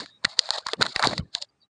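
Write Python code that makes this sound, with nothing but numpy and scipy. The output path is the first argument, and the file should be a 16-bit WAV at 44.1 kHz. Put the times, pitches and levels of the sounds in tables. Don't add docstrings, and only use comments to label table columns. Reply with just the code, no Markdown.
import sys
import numpy as np
from scipy import signal
from scipy.io import wavfile
from scipy.ndimage import uniform_filter1d

SR = 44100
rng = np.random.default_rng(int(sys.argv[2]) if len(sys.argv) > 2 else 0)


def to_linear_factor(level_db):
    exponent = np.asarray(level_db, float) / 20
    return 10 ** exponent


def inscribe(sig):
    pcm = np.round(np.clip(np.atleast_2d(sig).T, -1, 1) * 32767)
    wavfile.write(sys.argv[1], SR, pcm.astype(np.int16))


N = 74970


def evened(x):
    return x / np.sqrt(np.mean(x ** 2) + 1e-20)


def peaked(x):
    return x / (abs(x).max() + 1e-20)


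def read(points, hz):
    f, value = np.transpose(points)
    return np.interp(np.log(hz + 1), np.log(f + 1), value)


def add(mix, start_s, sound):
    part = mix[max(round(start_s * SR), 0):][:len(sound)]
    part += sound[:len(part)]


def causal(points):
    log_gain = read(points, abs(np.fft.fftfreq(2048, 1 / SR))) * np.log(10) / 20
    return np.fft.ifft(np.exp(np.conj(signal.hilbert(log_gain)))).real[:1024]


def patchy(x, patch_db):
    z = signal.stft(x, nperseg=512, noverlap=384)[2]
    patches = uniform_filter1d(rng.standard_normal(z.shape), size=2, axis=0)
    patches = evened(uniform_filter1d(patches, size=12, axis=1))
    return evened(signal.istft(z * to_linear_factor(patch_db * patches), nperseg=512, noverlap=384)[1][:N])


# start_s, peak_db, length_ms, ring_hz
SNAPS = [(0, -20, 1.2, 4360), (0.0048, -19, 1.6, 4470), (0.0598, -26, 1.3, 3920),
         (0.24, -27.5, 0.704, 4200), (0.2466, -6, 0.55, 4140), (0.2503, 1, 1.3, 4060),
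         (0.3909, 3.5, 2.3, 4550), (0.4898, -17, 0.36, 3900), (0.5056, 0.5, 0.69, 4220),
         (0.5361, -16, 1.2, 4370), (0.5838, -13.5, 0.4, 3650), (0.6673, -7.5, 0.93, 4640),
         (0.6854, -16, 1.8, 4170), (0.7336, -6, 2.2, 3900), (0.8118, -13, 3.8, 4160),
         (0.8159, -12.5, 3.3, 4130), (0.821, -4, 1.1, 4200), (0.826, 1, 1.4, 4190),
         (0.8351, -28, 1.2, 4250), (0.8523, -17.5, 0.43, 4100), (0.8576, -23, 3.8, 4200),
         (0.8642, -12, 2.4, 3900), (0.9611, -4.5, 2, 4360), (0.9942, -11.5, 1.4, 4470),
         (1.0259, -5.5, 1.6, 4300), (1.045, -5, 1.1, 4050), (1.0715, 1.5, 0.78, 4340),
         (1.1794, -10, 2.9, 4350), (1.3502, -1.5, 0.8, 3870), (1.4239, -12.5, 1.16, 4460)]
# start_s, peak_db
TICKS = [(0.0273, -51), (0.0983, -46), (0.387, -27), (0.52, -33), (0.5385, -22), (0.5586, -30),
         (0.717, -37), (0.838, -31), (0.9536, -27), (1.0284, -22.5), (1.0397, -22), (1.0527, -25),
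         (1.062, -18.5), (1.0941, -31.5), (1.1168, -29), (1.1328, -28.5), (1.4161, -27.5), (1.4209, -19),
         (0.2908, -44), (0.3098, -46.5), (0.3159, -43.5), (0.4565, -29), (0.5475, -27.5), (1.0535, -23.5),
         (1.059, -21), (1.1105, -31), (0.767, -50.5)]
# freq_hz, level_db
BRIGHT = [(700, -50), (2000, -27), (3200, -8), (3750, 2.5), (4400, 4.5), (5150, -6), (5800, -16.5),
          (7050, -10.5), (8000, -19), (8900, -23)]
BRIGHT_HZ = 4200
TICK_MS = 3.9
SNAP_TAIL_DB, SNAP_TAIL_MS, SNAP_EDGE_DB = -8.5, 2.6, 22
SWELL_SHARE = 0.42
LEAD_SAMPLES = 40


def snap(peak_db, length_ms, ring_hz, noise):
    t = np.arange(len(noise)) / SR
    length_ms = max(length_ms, 0.2)
    crack = t / (length_ms / 9e3 + t) * np.exp(-2e3 * t / length_ms)
    rattle = to_linear_factor(SNAP_TAIL_DB) * np.exp(-1e3 * t / SNAP_TAIL_MS)
    edge = to_linear_factor(SNAP_EDGE_DB) / length_ms * signal.unit_impulse(len(t), 8)
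    drive = noise * (crack + rattle) + edge
    tense = [(hz * ring_hz / BRIGHT_HZ if hz < 5500 else hz, level_db) for hz, level_db in BRIGHT]
    after = causal([(hz, (1 - SWELL_SHARE) * level_db) for hz, level_db in tense])
    before = causal([(hz, SWELL_SHARE * level_db) for hz, level_db in tense])
    film = np.convolve(after, before[LEAD_SAMPLES::-1])
    return to_linear_factor(peak_db) * peaked(signal.fftconvolve(drive, film)[:len(t)])


# start_s, peak_db, pitch_hz
POPS = [(0.0054, -30, 1650), (0.0588, -35, 1690), (0.2424, -30.5, 512), (0.2463, -12.5, 1470),
        (0.2509, -8.5, 1940), (0.3909, -15.5, 1966), (0.4892, -21, 783), (0.505, -17, 863),
        (0.5529, -25, 642), (0.5842, -30.5, 940), (0.6636, -20, 1030), (0.6668, -22, 1416),
        (0.6851, -20.5, 1230), (0.7318, -16.5, 450), (0.8034, -24, 600), (0.8085, -11, 436),
        (0.8112, -13.5, 635), (0.8205, -7.5, 1426), (0.8253, -14.5, 1995), (0.8345, -31.5, 2150),
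        (0.8636, -19.5, 1450), (0.9604, -11, 1910), (0.9939, -12, 790), (1.0243, -13, 1220),
        (1.0311, -9, 937), (1.0372, -6, 958), (1.047, -10, 900), (1.0553, -9.5, 827), (1.11, -20, 650),
        (1.1299, -17, 620)]
# start_s, peak_db, pitch_hz
LATE_POPS = [(0.0164, -31.5, 456), (0.8166, -17.5, 1535), (0.8518, -25, 670), (0.8571, -23, 1180),
             (1.0001, -18.5, 628), (1.01, -34, 754), (1.0462, -23, 770), (1.0626, -21, 557),
             (1.0709, -19.5, 413), (1.0946, -28, 396.6), (1.1178, -24, 595), (1.1784, -19.5, 1950),
             (1.3514, -25.5, 1660), (0.6878, -20.5, 1186), (1.0505, -15, 900), (1.177, -23.5, 523),
             (1.196, -37, 613), (1.351, -41, 780), (1.135, -27.5, 1900), (0.729, -33, 660)]
# freq_hz, level_db
DULL = [(100, -31.5), (380, -23), (600, 2.5), (1100, 0), (2100, -6), (2500, -11), (3500, -24)]
POP_EDGE_DB, POP_SECOND_DB, POP_SECOND_RATIO = -5, -11, 1.4
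POP_T60_S, POP_T60_CYCLES = 0.011, 6.74
POP_CUT_RATIO = 0.7


def pop(peak_db, pitch_hz, noise):
    t = np.arange(len(noise)) / SR
    t60_s = POP_T60_S + POP_T60_CYCLES / pitch_hz
    envelope = to_linear_factor(-60 * t / t60_s) * np.minimum(t * pitch_hz * 1.3, 1) ** 2
    first = np.sin(2 * np.pi * pitch_hz * t)
    second = np.sin(2 * np.pi * pitch_hz * POP_SECOND_RATIO * t + 3 * noise[0])
    edge = evened(signal.fftconvolve(noise, causal(DULL))[:len(t)])
    panel = envelope * (first + to_linear_factor(POP_SECOND_DB) * second + to_linear_factor(POP_EDGE_DB) * edge)
    low_cut = signal.butter(4, pitch_hz * POP_CUT_RATIO, "high", fs=SR, output="sos")
    return to_linear_factor(peak_db) * peaked(signal.sosfilt(low_cut, panel))


# start_s, end_s, first_db, last_db, dull_share_db
PULLS = [(0, 0.079, -35, -61, -3), (0.06, 0.115, -52, -65, -8.5), (0.253, 0.262, -49, -56, 10),
         (0.258, 0.282, -52, -58, 9), (0.287, 0.331, -46, -46.5, -3), (0.334, 0.37, -50, -64, -13),
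         (0.376, 0.388, -50.5, -43.5, -0.5), (0.387, 0.496, -45.5, -41, -4.5),
         (0.516, 0.543, -40.5, -32, -7), (0.543, 0.58, -35, -37, -4.5), (0.583, 0.594, -30, -42.5, -1.5),
         (0.597, 0.61, -50, -46.5, -9), (0.613, .648, -54.5, -67, -9), (0.667, 0.736, -42, -44, -4),
         (0.795, 0.81, -59, -51, 6), (0.815, 0.869, -38, -45, 3.5), (0.882, 0.927, -39.5, -42.5, -9.5),
         (0.949, 1.013, -49, -40.5, 5.5), (1.025, 1.048, -34, -36, 4.5), (1.058, 1.064, -27, -30, -1.5),
         (1.079, 1.083, -33.5, -37, -5.5), (1.088, 1.1, -33.5, -36, -6.5), (1.096, 1.137, -35.5, -39.5, -7),
         (1.148, 1.19, -44, -42.5, -10.5), (1.216, 1.313, -72.5, -76, 0), (1.348, 1.386, -40, -43, -11),
         (1.421, 1.446, -36.5, -55, -12.5)]
GRAINS_PER_S, GRAIN_SPREAD_DB, GRAIN_MS = 3600, 3.0, 1.0
DULL_PATCH_DB, BRIGHT_PATCH_DB, FLICKER_DB = 5, 1.5, 1.5
RISE_DB_PER_S, SETTLE_DB_PER_S, DULL_SETTLE_DB_PER_S = 900.5, 1402, 502


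def pull_level_db(settle_db_per_s, dull):
    t = np.arange(N) / SR
    levels = []
    for start_s, end_s, first_db, last_db, dull_share_db in PULLS:
        level_db = np.interp(t, [start_s, end_s], [first_db, last_db]) + dull * dull_share_db
        level_db -= RISE_DB_PER_S * np.maximum(start_s - t, 0)
        levels.append(level_db - settle_db_per_s * np.maximum(t - end_s, 0))
    return np.max(levels, axis=0)


def rustle():
    grain = np.exp(-np.arange(400) / SR * 1e3 / GRAIN_MS)
    out = np.zeros(N)
    for colour, settle_db_per_s, patch_db, dull in (
            (BRIGHT, SETTLE_DB_PER_S, BRIGHT_PATCH_DB, False),
            (DULL, DULL_SETTLE_DB_PER_S, DULL_PATCH_DB, True)):
        size = to_linear_factor(GRAIN_SPREAD_DB * np.minimum(rng.exponential(1, N), 4))
        size = size * (rng.random(N) < GRAINS_PER_S / SR)
        clumps = to_linear_factor(FLICKER_DB * evened(uniform_filter1d(rng.standard_normal(N), size=300)))
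        envelope = np.sqrt(abs(signal.oaconvolve(size ** 2, grain)[:N]))
        drive = envelope * clumps * rng.standard_normal(N)
        film = patchy(signal.oaconvolve(drive, causal(colour))[:N], patch_db)
        out += to_linear_factor(pull_level_db(settle_db_per_s, dull)) * film
    return out


GATE_DB, GATE_DEPTH_DB = -73, -12


def suppress(x):
    z = signal.stft(x, nperseg=1024, noverlap=768)[2]
    power = uniform_filter1d(abs(z) ** 2, size=3, axis=1)
    keep = np.maximum(power ** 2 / (power ** 2 + to_linear_factor(5.3 * GATE_DB)), to_linear_factor(GATE_DEPTH_DB))
    return signal.istft(z * keep, nperseg=1024, noverlap=768)[1][:N]


# start_s, length_s, level_db, pitch_hz
STREAKS = [(0.047, 0.13, -62, 3700), (0.065, 0.13, -60.5, 3800), (0.075, 0.031, -61, 1770),
           (1.19, 0.027, -60, 2180), (1.19, 0.027, -58, 3000), (1.8, 0.02, -59, 2700),
           (1.355, 0.034, -47.5, 960), (1.24, 0.03, -71.5, 1760), (0.685, 0.02, -44, 2100),
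           (0.01485, 0.0405, -46.5, 290), (0.256, 0.053, -54, 830), (0.38, .035, -49, 500),
           (0.609, 0.022, -62, 508), (0.616, 0.028, -55.5, 1500), (0.761, 0.014, -67, 2900),
           (1.192, 0.022, -51, 1366), (1.205, 0.028, -57.5, 1065), (1.341, 0.062, -52, 700),
           (1.398, 0.05, -52.5, 585), (1.485, 0.0205, -69, 4740), (1.613, 0.05, -66.5, 3870),
           (1.613, 0.028, -60.5, 4540), (1.6, 0.021, -72.5, 4700), (1.627, 0.017, -76.5, 570)]
STREAK_WIDTH_RATIO = 0.025


def streak(length_s, level_db, pitch_hz, noise):
    t = np.arange(round(length_s * SR)) / SR
    pole = np.exp(-np.pi * STREAK_WIDTH_RATIO * pitch_hz / SR)
    waver = signal.lfilter([1], [1, -pole], noise[:len(t)] + 1j * noise[-len(t):])
    waver = uniform_filter1d(waver.real, size=120) + 1j * uniform_filter1d(waver.imag, size=120)
    tone = np.exp(2j * np.pi * pitch_hz * t) * (0.5 + 0.5 * waver / abs(waver).mean())
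    return to_linear_factor(level_db) * evened(tone.real) * signal.windows.tukey(len(t), 0.5)


# start_s, peak_db, pitch_hz
PUSHES = [(0.25, -26.5, 221), (0.271, -40, 124), (0.799, -27, 216), (0.814, -28.5, 123.6),
          (.963, -31.5, 195.4), (1.073, -15.5, 305), (1.129, -26, 224.5), (1.196, -17.5, 149),
          (1.209, -27.5, 85), (1.231, -34, 106), (1.255, -42.5, 150), (1.28, -58, 103.6)]
PUSH_CYCLES = 0.66


def push(peak_db, pitch_hz):
    cycles = np.arange(-2, 2, pitch_hz / SR)
    wiggle = np.sin(2 * np.pi * cycles + 3.0) * np.exp(-(cycles / PUSH_CYCLES) ** 2)
    return -to_linear_factor(peak_db) * peaked(wiggle)


# start_s, peak_db
KICKS = [
    (0.2499, -25),
    (0.389, -35.5),
    (0.507, -33.5),
    (0.5842, -44.5),
    (0.6675, -33),
    (0.9624, -19),
    (0.9947, -38),
    (1.3508, -33),
    (1.424, -44),
]
KICK_MS = 0.37


def kick(peak_db):
    t_ms = np.arange(-60, 60) / SR * 1e3
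    return to_linear_factor(peak_db) * np.exp(-(t_ms / KICK_MS) ** 2)


# start_s, end_s, first_db, last_db
HANDLING = [
    (0, 0.057, -46.5, -67),
    (0.791, 0.897, -34, -47),
    (1.04, 1.146, -33.5, -40),
    (1.145, 1.157, -53, -54),
    (1.172, 1.213, -40.5, -43),
    (1.209, 1.292, -48.5, -64.5),
]
# freq_hz, level_db
RUB = [(50, -16), (120, 0), (430, -5), (1800, -58)]


def handling():
    t = np.arange(N) / SR
    levels = []
    for start_s, end_s, first_db, last_db in HANDLING:
        outside_s = abs(t - np.clip(t, start_s, end_s))
        level_db = np.interp(t, [start_s, end_s], [first_db, last_db])
        levels.append(level_db - RISE_DB_PER_S * outside_s)
    rumble = patchy(signal.oaconvolve(rng.standard_normal(N), causal(RUB))[:N], 3.5)
    return to_linear_factor(np.max(levels, axis=0)) * rumble


# freq_hz, level_db
FLOOR = [(30, -26), (113, -2), (526, -15), (1200, -17), (10000, -32)]
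FLOOR_DB, FLOOR_SAG_DB_PER_S = -78, 4.5
HUM_HZ, HUM_DB = 400, -85


def floor():
    t = np.arange(N) / SR
    air = patchy(signal.oaconvolve(rng.standard_normal(N), causal(FLOOR))[:N], 2.1)
    lines = sum(np.sin(2 * np.pi * k * HUM_HZ * t) for k in (1, 2, 3))
    return to_linear_factor(FLOOR_DB - FLOOR_SAG_DB_PER_S * (t - 2.5)) * air + to_linear_factor(HUM_DB) * lines


def scene():
    mix = suppress(rustle()) + floor() + handling()
    ticks = [(start_s, peak_db, TICK_MS, BRIGHT_HZ) for start_s, peak_db in TICKS]
    snap_lead_s = (LEAD_SAMPLES - 12) / SR
    for table, voice, lead_s in ((SNAPS, snap, snap_lead_s), (ticks, snap, snap_lead_s),
                                 (POPS, pop, 0), (LATE_POPS, pop, 0)):
        for (start_s, *row), noise in zip(table, rng.standard_normal((30, 1200))):
            add(mix, start_s - lead_s, voice(*row, noise))
    for start_s, peak_db in KICKS:
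        add(mix, start_s - 60 / SR, kick(peak_db))
    for (start_s, *row), noise in zip(STREAKS, rng.standard_normal((30, 12000))):
        add(mix, start_s, streak(*row, noise))
    for start_s, peak_db, pitch_hz in PUSHES:
        add(mix, start_s - 2 / pitch_hz, push(peak_db, pitch_hz))
    return mix[None]


def band_limit(x):
    return signal.sosfilt(signal.butter(12, 10590, fs=SR, output="sos"), x)


MIC_EDGE_HZ, MIC_LOW_HZ = 9354, 28.0
FADE_OUT_S, FADE_LENGTH_S = 1.655, 0.028
CEILING = 0.88


def record(dry):
    x = signal.sosfilt(signal.cheby1(10, 1, MIC_EDGE_HZ, fs=SR, output="sos"), dry)
    x = signal.sosfilt(signal.butter(2, MIC_LOW_HZ, "high", fs=SR, output="sos"), x)
    fade = np.clip(1 - (np.arange(N) / SR - FADE_OUT_S) / FADE_LENGTH_S, 0.02, 1)
    return band_limit(np.clip(x * fade, -CEILING, CEILING))


dry = scene()
out = record(dry)
inscribe(out)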